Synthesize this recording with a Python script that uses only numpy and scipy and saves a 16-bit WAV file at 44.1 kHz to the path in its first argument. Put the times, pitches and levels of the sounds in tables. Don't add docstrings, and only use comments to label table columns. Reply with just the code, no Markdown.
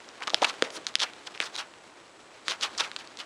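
import sys
import numpy as np
from scipy import signal
from scipy.fft import rfft, irfft, next_fast_len
from scipy.io import wavfile
from scipy.ndimage import uniform_filter1d

SR = 44100
rng = np.random.default_rng(int(sys.argv[2]) if len(sys.argv) > 2 else 0)


def master(y):
    cut = np.clip(np.atleast_2d(y).T, -1, 1)
    pcm = np.round(cut * 32767)
    wavfile.write(sys.argv[1], SR, pcm.astype(np.int16))


def field_ratio(decibels):
    return 10 ** (np.asarray(decibels, dtype=float) / 20)


N = 143325

# start_s, peak_db, ring_hz,
# second_ring_hz, tug_db (cloth against snap)
CLAW_SNAPS = [(0.0032, -36, 2000, 5600, -3), (0.0893, -30.0, 5600.0, 3830.0, -5.0),
              (0.2066, -32.0, 1810.0, 4650.0, -5.0), (0.2224, -24, 2330, 3750, 3),
              (0.2734, -18.0, 3400.0, 5000.0, -8.0), (0.2782, -19.0, 3830.0, 5810.0, -4.0),
              (0.2968, -20.0, 3750.0, 6850.0, -15.0), (0.303, -17.0, 3660.0, 5490.0, -13.0),
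              (0.3449, -1.0, 3320.0, 5210.0, -16.0), (0.4202, -13, 3360, 5900, -9),
              (0.4355, -14.0, 3920.0, 6370.0, -11.0), (0.4452, -7.0, 2630.0, 3750.0, -11.0),
              (0.541, -31.0, 3060.0, 7110.0, -1.0), (0.6235, -5, 3360, 4700, -5),
              (0.6401, -26.0, 3270.0, 5860.0, -3.0), (0.7041, -27.0, 3230.0, 6240.0, -17.0),
              (0.8679, -10.0, 4010.0, 6370.0, -27.0), (0.8725, -22.0, 4010.0, 6590.0, -11.0),
              (0.9411, -31.0, 4090.0, 2070.0, -11.0), (0.955, -2.0, 3400.0, 5100.0, -21.0),
              (1.1355, -31.0, 3790.0, 2150.0, -9.0), (1.3767, -26.0, 2630.0, 5250.0, -14.0),
              (1.4029, -9, 2330, 3750, -9), (1.4139, -20.0, 2330.0, 6800.0, -8.0),
              (1.4384, -25, 4960, 2500, -18), (1.4438, -26, 5000, 7800, -20),
              (1.5553, -20, 3850, 6000, -20), (1.5633, -18.0, 4090.0, 6460.0, -17.0),
              (1.7386, -36.0, 2800.0, 4220.0, -3.0), (2.4824, -9.0, 3620.0, 1810.0, -15.0),
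              (2.7508, -31, 3900, 2000, -12), (2.9158, -21.0, 3790.0, 1890.0, -12.0),
              (2.9636, -15.0, 4440.0, 2630.0, -13.0), (2.9676, -27, 4000, 7500, -10),
              (2.9906, -30, 4500, 7500, -15), (3.0744, -30.0, 4310.0, 6500.0, -11.0)]
# freq_hz, level_db
CLAW_COLOUR = [(200, -45), (1200, -1), (2200, 0), (6500, -4), (10600, -12), (13000, -26), (16000, -41)]
RING_T60_S, RING_RISE_S, SECOND_RING_DB = .0028, .00015, -6.5
CRACK_DB, CRACK_T60_S = -11, .0045
THUD_HZ, THUD_T60_S, THUD_DB, THUD_LAG_S = 1450, .004, 2, .00055


def snap(start_s, peak_db, ring_hz, second_ring_hz, tug_db):
    t = np.arange(900) / SR
    ring = knock(t, ring_hz, RING_T60_S) - field_ratio(SECOND_RING_DB) * knock(t, second_ring_hz, RING_T60_S)
    crack = field_ratio(CRACK_DB - 60 * t / CRACK_T60_S) * rng.standard_normal(len(t))
    tick = coloured(np.minimum(t / RING_RISE_S, 1) * ring + crack, CLAW_COLOUR)
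    thud = -field_ratio(THUD_DB + tug_db) * knock(np.maximum(t - THUD_LAG_S, 0), THUD_HZ, THUD_T60_S)
    return start_s - .0003, field_ratio(peak_db + .3) * (tick / abs(tick).max() + thud)


# start_s, peak_db, ring_hz
THREAD_SLIPS = [(0.2369, -23.0, 3320.0), (0.3367, -24.0, 3620.0), (0.4237, -17.0, 3060.0),
                (0.446, -10, 2650), (0.4469, -11, 2700), (0.4487, -9.0, 2670.0), (0.4494, -10, 2600),
                (0.4505, -18.0, 2840.0), (0.4971, -19.0, 3060.0), (0.4986, -19.0, 2930.0),
                (0.7057, -29.0, 4690.0), (0.9873, -26.0, 4130.0), (0.9951, -18.0, 3450.0),
                (0.9988, -17.0, 4130.0), (1.0026, -9.0, 3530.0), (1.0077, -15.0, 3490.0),
                (1.015, -12, 3600), (1.0185, -13.0, 3490.0), (1.0197, -12.0, 3450.0),
                (1.0244, -13.0, 3490.0), (1.0296, -15.0, 3450.0), (1.0322, -13.0, 3450.0),
                (1.034, -13.0, 2840.0), (1.0361, -17.0, 3060.0), (1.2709, -23.0, 2930.0),
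                (1.2734, -22.0, 3360.0), (1.2751, -24.0, 3230.0), (1.3499, -28.0, 2410.0),
                (1.5782, -23.0, 3400.0), (2.4869, -18.0, 4090.0), (2.4924, -19.0, 3140.0),
                (2.4962, -20.0, 3880.0), (2.499, -17.0, 3660.0), (2.5015, -20, 3700),
                (2.5039, -20.0, 3790.0), (2.5091, -19.0, 3920.0), (2.5107, -15.0, 3920.0),
                (2.5145, -19, 3500), (2.5206, -17.0, 3010.0), (2.6115, -18.0, 4090.0),
                (2.6255, -19.0, 3320.0), (2.6282, -17.0, 3450.0), (2.6304, -15.0, 3060.0),
                (2.632, -15.0, 5000.0), (2.6339, -17.0, 2800.0), (2.6362, -12.0, 3620.0),
                (2.6426, -18.0, 3570.0), (2.6502, -20.0, 4310.0), (2.7788, -17.0, 5340.0),
                (2.7828, -14.0, 4610.0), (2.7854, -18.0, 4220.0), (2.7879, -19.0, 4010.0),
                (2.7983, -15.0, 2540.0), (2.8009, -12.0, 3660.0), (2.8057, -16.0, 4440.0),
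                (2.8071, -10.0, 3620.0), (2.8084, -12.0, 3270.0), (3.1724, -25.0, 3960.0),
                (3.1898, -25.0, 3830.0), (3.2024, -22.0, 2890.0)]


def slip(start_s, peak_db, ring_hz):
    return snap(start_s, peak_db - 1, ring_hz, 1.6 * ring_hz, -30)


# fastest_s, rise_s (per 10 dB), fall_s (per 10 dB), level_db, weave_hz
PAW_SCUFFS = [(.235, .012, .005, -37, 2800), (.277, .004, .005, -30, 3000), (.365, .012, .03, -44, 3000),
              (.428, .007, .008, -26.5, 1600), (.439, .008, .008, -33, 2500), (.449, .003, .006, -26, 2500),
              (.470, .01, .01, -34, 1200), (.497, .018, .01, -31, 3000), (.646, .006, .03, -39.5, 2200),
              (.770, .035, .01, -38, 4500), (.886, .012, .012, -42, 4000), (1.033, .016, .011, -27, 3400),
              (1.272, .007, .006, -36.5, 3500), (1.352, .01, .012, -45, 3000),
              (1.422, .012, .015, -33, 2000), (1.463, .02, .014, -37, 4000), (1.558, .02, .005, -39, 3000),
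              (1.592, .014, .022, -31, 3300), (2.345, .025, .04, -54, 2500), (2.474, .016, .01, -44, 3500),
              (2.511, .018, .024, -30.5, 3300), (2.635, .016, .026, -27.5, 3200),
              (2.806, .016, .013, -26, 3100), (2.840, .015, .025, -35, 2500),
              (3.002, .016, .018, -42, 2800), (3.205, .016, .018, -38, 2800)]
# freq_hz, level_db (per Hz)
WEAVE_COLOUR = [(150, -26), (500, -10), (1200, -3), (1900, -5), (3420, -1), (6000, -7), (10600, -23),
                (16000, -58)]
SLIPS_PER_S, SLIP_SPREAD_DB, HISS_SHARE = 3000, 1.8, .6
DULLING, FOCUS_DB, FOCUS_WIDTH = .24, 1.5, .55
UPPER_RATIO, UPPER_DB = 1.7, -7
BODY_HZ, BODY_WIDTH_HZ, BODY_DB, BODY_LAG_S = 1150, 1000, -7, .008
RIBS_PER_S, RIB_DECAY, HOPS_DB, HOPS_REACH = 260, .17, -13, 1.7


def fibre_patch(count, hz, width_hz):
    fibres = grit(count, SLIPS_PER_S, SLIP_SPREAD_DB, HISS_SHARE)
    return evened(resonate(resonate(fibres, hz, width_hz), hz, width_hz))


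def scuff(fastest_s, rise_s, fall_s, level_db, weave_hz):
    t = np.arange(-.12, .15, 1 / SR)
    pitch = weave_hz * np.exp(-DULLING * np.clip(t / fall_s, -1, 3))
    width = FOCUS_WIDTH * weave_hz

    weave = evened(coloured(grit(len(t), SLIPS_PER_S, SLIP_SPREAD_DB, HISS_SHARE), WEAVE_COLOUR))
    bright = weave + field_ratio(FOCUS_DB) * fibre_patch(len(t), pitch, width)
    bright = evened(bright + field_ratio(UPPER_DB) * fibre_patch(len(t), UPPER_RATIO * pitch, width))

    wander = evened(uniform_filter1d(rng.standard_normal(len(t)), size=200))
    ribs = np.cumsum(RIBS_PER_S * field_ratio(3 * wander)) / SR
    hops = field_ratio(HOPS_DB) * evened(np.exp(-(ribs % 1) / RIB_DECAY))
    hops = hops * stroke(t, HOPS_REACH * rise_s, fall_s) * (t > -1.8 * rise_s)

    body = field_ratio(BODY_DB) * fibre_patch(len(t), BODY_HZ, BODY_WIDTH_HZ)
    body = body * stroke((t - BODY_LAG_S) / 1.4, rise_s, fall_s)
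    return fastest_s + t[0], field_ratio(level_db) * (bright * (.92 * stroke(t, .9 * rise_s, fall_s) + hops) + body)


# start_s (where the swell peaks), peak_db, pitch_hz
CLOTH_TUGS = [(0.2787, -23, 1150), (0.3045, -29, 1200), (0.3358, -20.0, 690.0), (0.4248, -16.0, 650.0),
              (0.4278, -10.0, 900.0), (0.4301, -16.0, 860.0), (0.4344, -19.0, 1340.0),
              (0.4385, -21.0, 1340.0), (0.443, -25.0, 730.0), (0.447, -15.0, 1160.0),
              (0.4492, -16.0, 1160.0), (0.4523, -21.0, 860.0), (0.4698, -26.0, 1250.0), (0.6246, -12, 480),
              (1.0214, -25.0, 900.0), (1.0262, -25.0, 1120.0), (1.0366, -26.0, 860.0),
              (1.0399, -26.0, 1030.0), (2.5193, -25.0, 1250.0), (2.6405, -26.0, 1290.0),
              (2.6452, -24.0, 1030.0), (2.65, -23.0, 1460.0), (2.8013, -23.0, 990.0),
              (2.8049, -23.0, 1340.0), (2.8076, -23.0, 860.0), (2.8097, -22.0, 860.0)]
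TUG_CYCLES = .5


def tug(start_s, peak_db, pitch_hz):
    cycles = np.arange(1500) / SR * pitch_hz
    u = cycles / TUG_CYCLES
    return start_s - TUG_CYCLES / pitch_hz, -field_ratio(peak_db - .6) * u * np.exp(1 - u) * np.sin(2 * np.pi * cycles)


# start_s, peak_db, pitch_hz
PAW_THUMPS = [
    (.3457, -23, 620),
    (.4202, -17, 560),
    (.6275, -30, 480),
    (1.4040, -30, 400),
    (2.4825, -38, 450),
]


def thump(start_s, peak_db, pitch_hz):
    t = np.arange(2000) / SR
    rise_s, t60_s = .0008, .015
    return start_s, -field_ratio(peak_db + 4) * np.minimum(t / rise_s, 1) * knock(t, pitch_hz, t60_s)


# peak_s, rise_s (per 10 dB), fall_s (per 10 dB), level_db, pitch_hz
MATTRESS_GIVES = [
    (.228, .02, .012, -38, 1000),
    (.278, .008, .012, -34, 1100),
    (.428, .008, .008, -29, 800),
    (.645, .015, .08, -41, 500),
    (.775, .02, .04, -45, 380),
    (1.06, .02, .04, -43, 2200),
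    (2.492, .008, .02, -42, 400),
]


def give(peak_s, rise_s, fall_s, level_db, pitch_hz):
    t = np.arange(-.08, .2, 1 / SR)
    width = .9 * pitch_hz
    rub = resonate(resonate(rng.standard_normal(len(t)), pitch_hz, width), pitch_hz, width)
    return peak_s + t[0], field_ratio(level_db) * evened(rub) * stroke(t, rise_s, fall_s)


# time_s, level_db
WEIGHT_SHIFT = [(0.0, -49), (0.21, -48), (0.42, -42), (0.8, -47), (1.29, -49), (1.47, -46), (1.73, -52),
                (2.18, -53), (2.51, -52), (2.67, -44), (2.82, -45), (2.99, -49), (3.25, -50)]
# freq_hz, level_db (per Hz)
BEDDING_COLOUR = [(60, -30), (250, -3.5), (820, -3), (4000, -10), (7800, -20), (10900, -29), (16000, -45)]


def bedding():
    time_s, level_db = np.transpose(WEIGHT_SHIFT)
    flutter = evened(uniform_filter1d(rng.standard_normal(N), size=600))
    level = np.interp(np.arange(N) / SR, time_s, level_db) - 3 + 1.5 * flutter
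    return field_ratio(level) * evened(coloured(grit(N, 900, 1.6, .7), BEDDING_COLOUR))


# freq_hz, t60_s
ROOM_DECAY = [(300, .16), (1000, .12), (4000, .09), (10000, .06)]
ECHO_DB = -23


def echo(x):
    hz, t, z = signal.stft(rng.standard_normal(SR // 4), SR, nperseg=128)
    tail = signal.istft(z * field_ratio(-60 * t / read(ROOM_DECAY, hz)[:, None]), SR, nperseg=128)[1]
    tail[:200] = 0
    return signal.fftconvolve(x, tail / np.linalg.norm(tail))[:N]


# freq_hz, level_db (per Hz)
ROOM_COLOUR = [(12, -56), (20, -26), (110, -10), (270, -13), (293, -2), (1220, -7), (4940, -22),
               (7950, -20), (16000, -52)]
ROOM_DB = -53
WHINE_HZ, WHINE_WIDTH_HZ, WHINE_DB = 7865, 60, -74


def room():
    hiss = evened(coloured(rng.standard_normal(N), ROOM_COLOUR))
    whine = evened(resonate(rng.standard_normal(N), WHINE_HZ, WHINE_WIDTH_HZ))
    return field_ratio(ROOM_DB - 2.1) * hiss + field_ratio(WHINE_DB) * whine


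def grit(count, per_s, spread_db, hiss):
    hit, size, sign = rng.random(count), rng.exponential(1, count), rng.standard_normal(count)
    happens = np.clip((per_s / SR - hit) * SR / 300, 0, 1)
    slips = sign * field_ratio(spread_db * np.minimum(size, 3.5)) * happens
    clumps = evened(uniform_filter1d(rng.standard_normal(count), size=110))
    return field_ratio(1.8 * clumps) * ((1 - hiss) * evened(slips) + hiss * rng.standard_normal(count))


def stroke(t, rise_s, fall_s):
    return field_ratio(-10 * np.where(t < 0, -t / rise_s, t / fall_s) ** 1.3)


def knock(t, hz, t60_s):
    return np.exp(-np.log(1000) * t / t60_s) * np.sin(2 * np.pi * hz * t)


def resonate(x, hz, width_hz):
    turn = np.exp(2j * np.pi * np.cumsum(hz * np.ones(len(x))) / SR)
    r = np.exp(-np.pi * width_hz / SR)
    return 2 * (turn * signal.lfilter([1 - r], [1, -r], x / turn)).real


def coloured(x, points):
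    log_gain = read(points, abs(np.fft.fftfreq(2048, 1 / SR))) * np.log(10) / 20
    taps = np.fft.ifft(np.exp(np.conj(signal.hilbert(log_gain)))).real[:1024]
    return signal.oaconvolve(x, taps)[:len(x)]


def read(points, hz):
    f, value = np.transpose(points)
    return np.interp(np.log(hz + 1), np.log(f + 1), value)


def evened(x):
    return x / np.sqrt(np.mean(x ** 2) + 1e-20)


def add(mix, start_s, sound):
    at = round(start_s * SR)
    part = mix[max(at, 0):][:len(sound) + min(at, 0)]
    part += sound[max(-at, 0):][:len(part)]


def scene():
    cat = np.zeros(N)
    for table, source in ((CLAW_SNAPS, snap), (THREAD_SLIPS, slip), (PAW_SCUFFS, scuff),
                          (CLOTH_TUGS, tug), (PAW_THUMPS, thump), (MATTRESS_GIVES, give)):
        for row in table:
            add(cat, *source(*row))
    cat = signal.sosfilt(signal.butter(3, 225, "high", fs=SR, output="sos"), cat)
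    return (cat + field_ratio(ECHO_DB) * echo(cat) + bedding() + room())[None]


def low_pass(x):
    return signal.sosfilt(signal.butter(12, 16550, fs=SR, output="sos"), x)


def record(dry):
    gap_lo_hz, gap_hi_hz, edge_hz = 11150, 12950, 15600
    gap_db, top_db = -36, -1.2
    size = next_fast_len(N)
    hz = np.fft.rfftfreq(size, 1 / SR)
    corners = [gap_lo_hz - 150, gap_lo_hz + 250, gap_hi_hz - 150, gap_hi_hz, edge_hz, edge_hz + 200]
    response_db = np.interp(hz, corners, [0, gap_db, gap_db + 8, top_db, top_db - 4, -16])
    mix = irfft(rfft(dry, size) * field_ratio(response_db), size)[:, :N]
    return low_pass(mix)


dry = scene()
out = record(dry)
master(out)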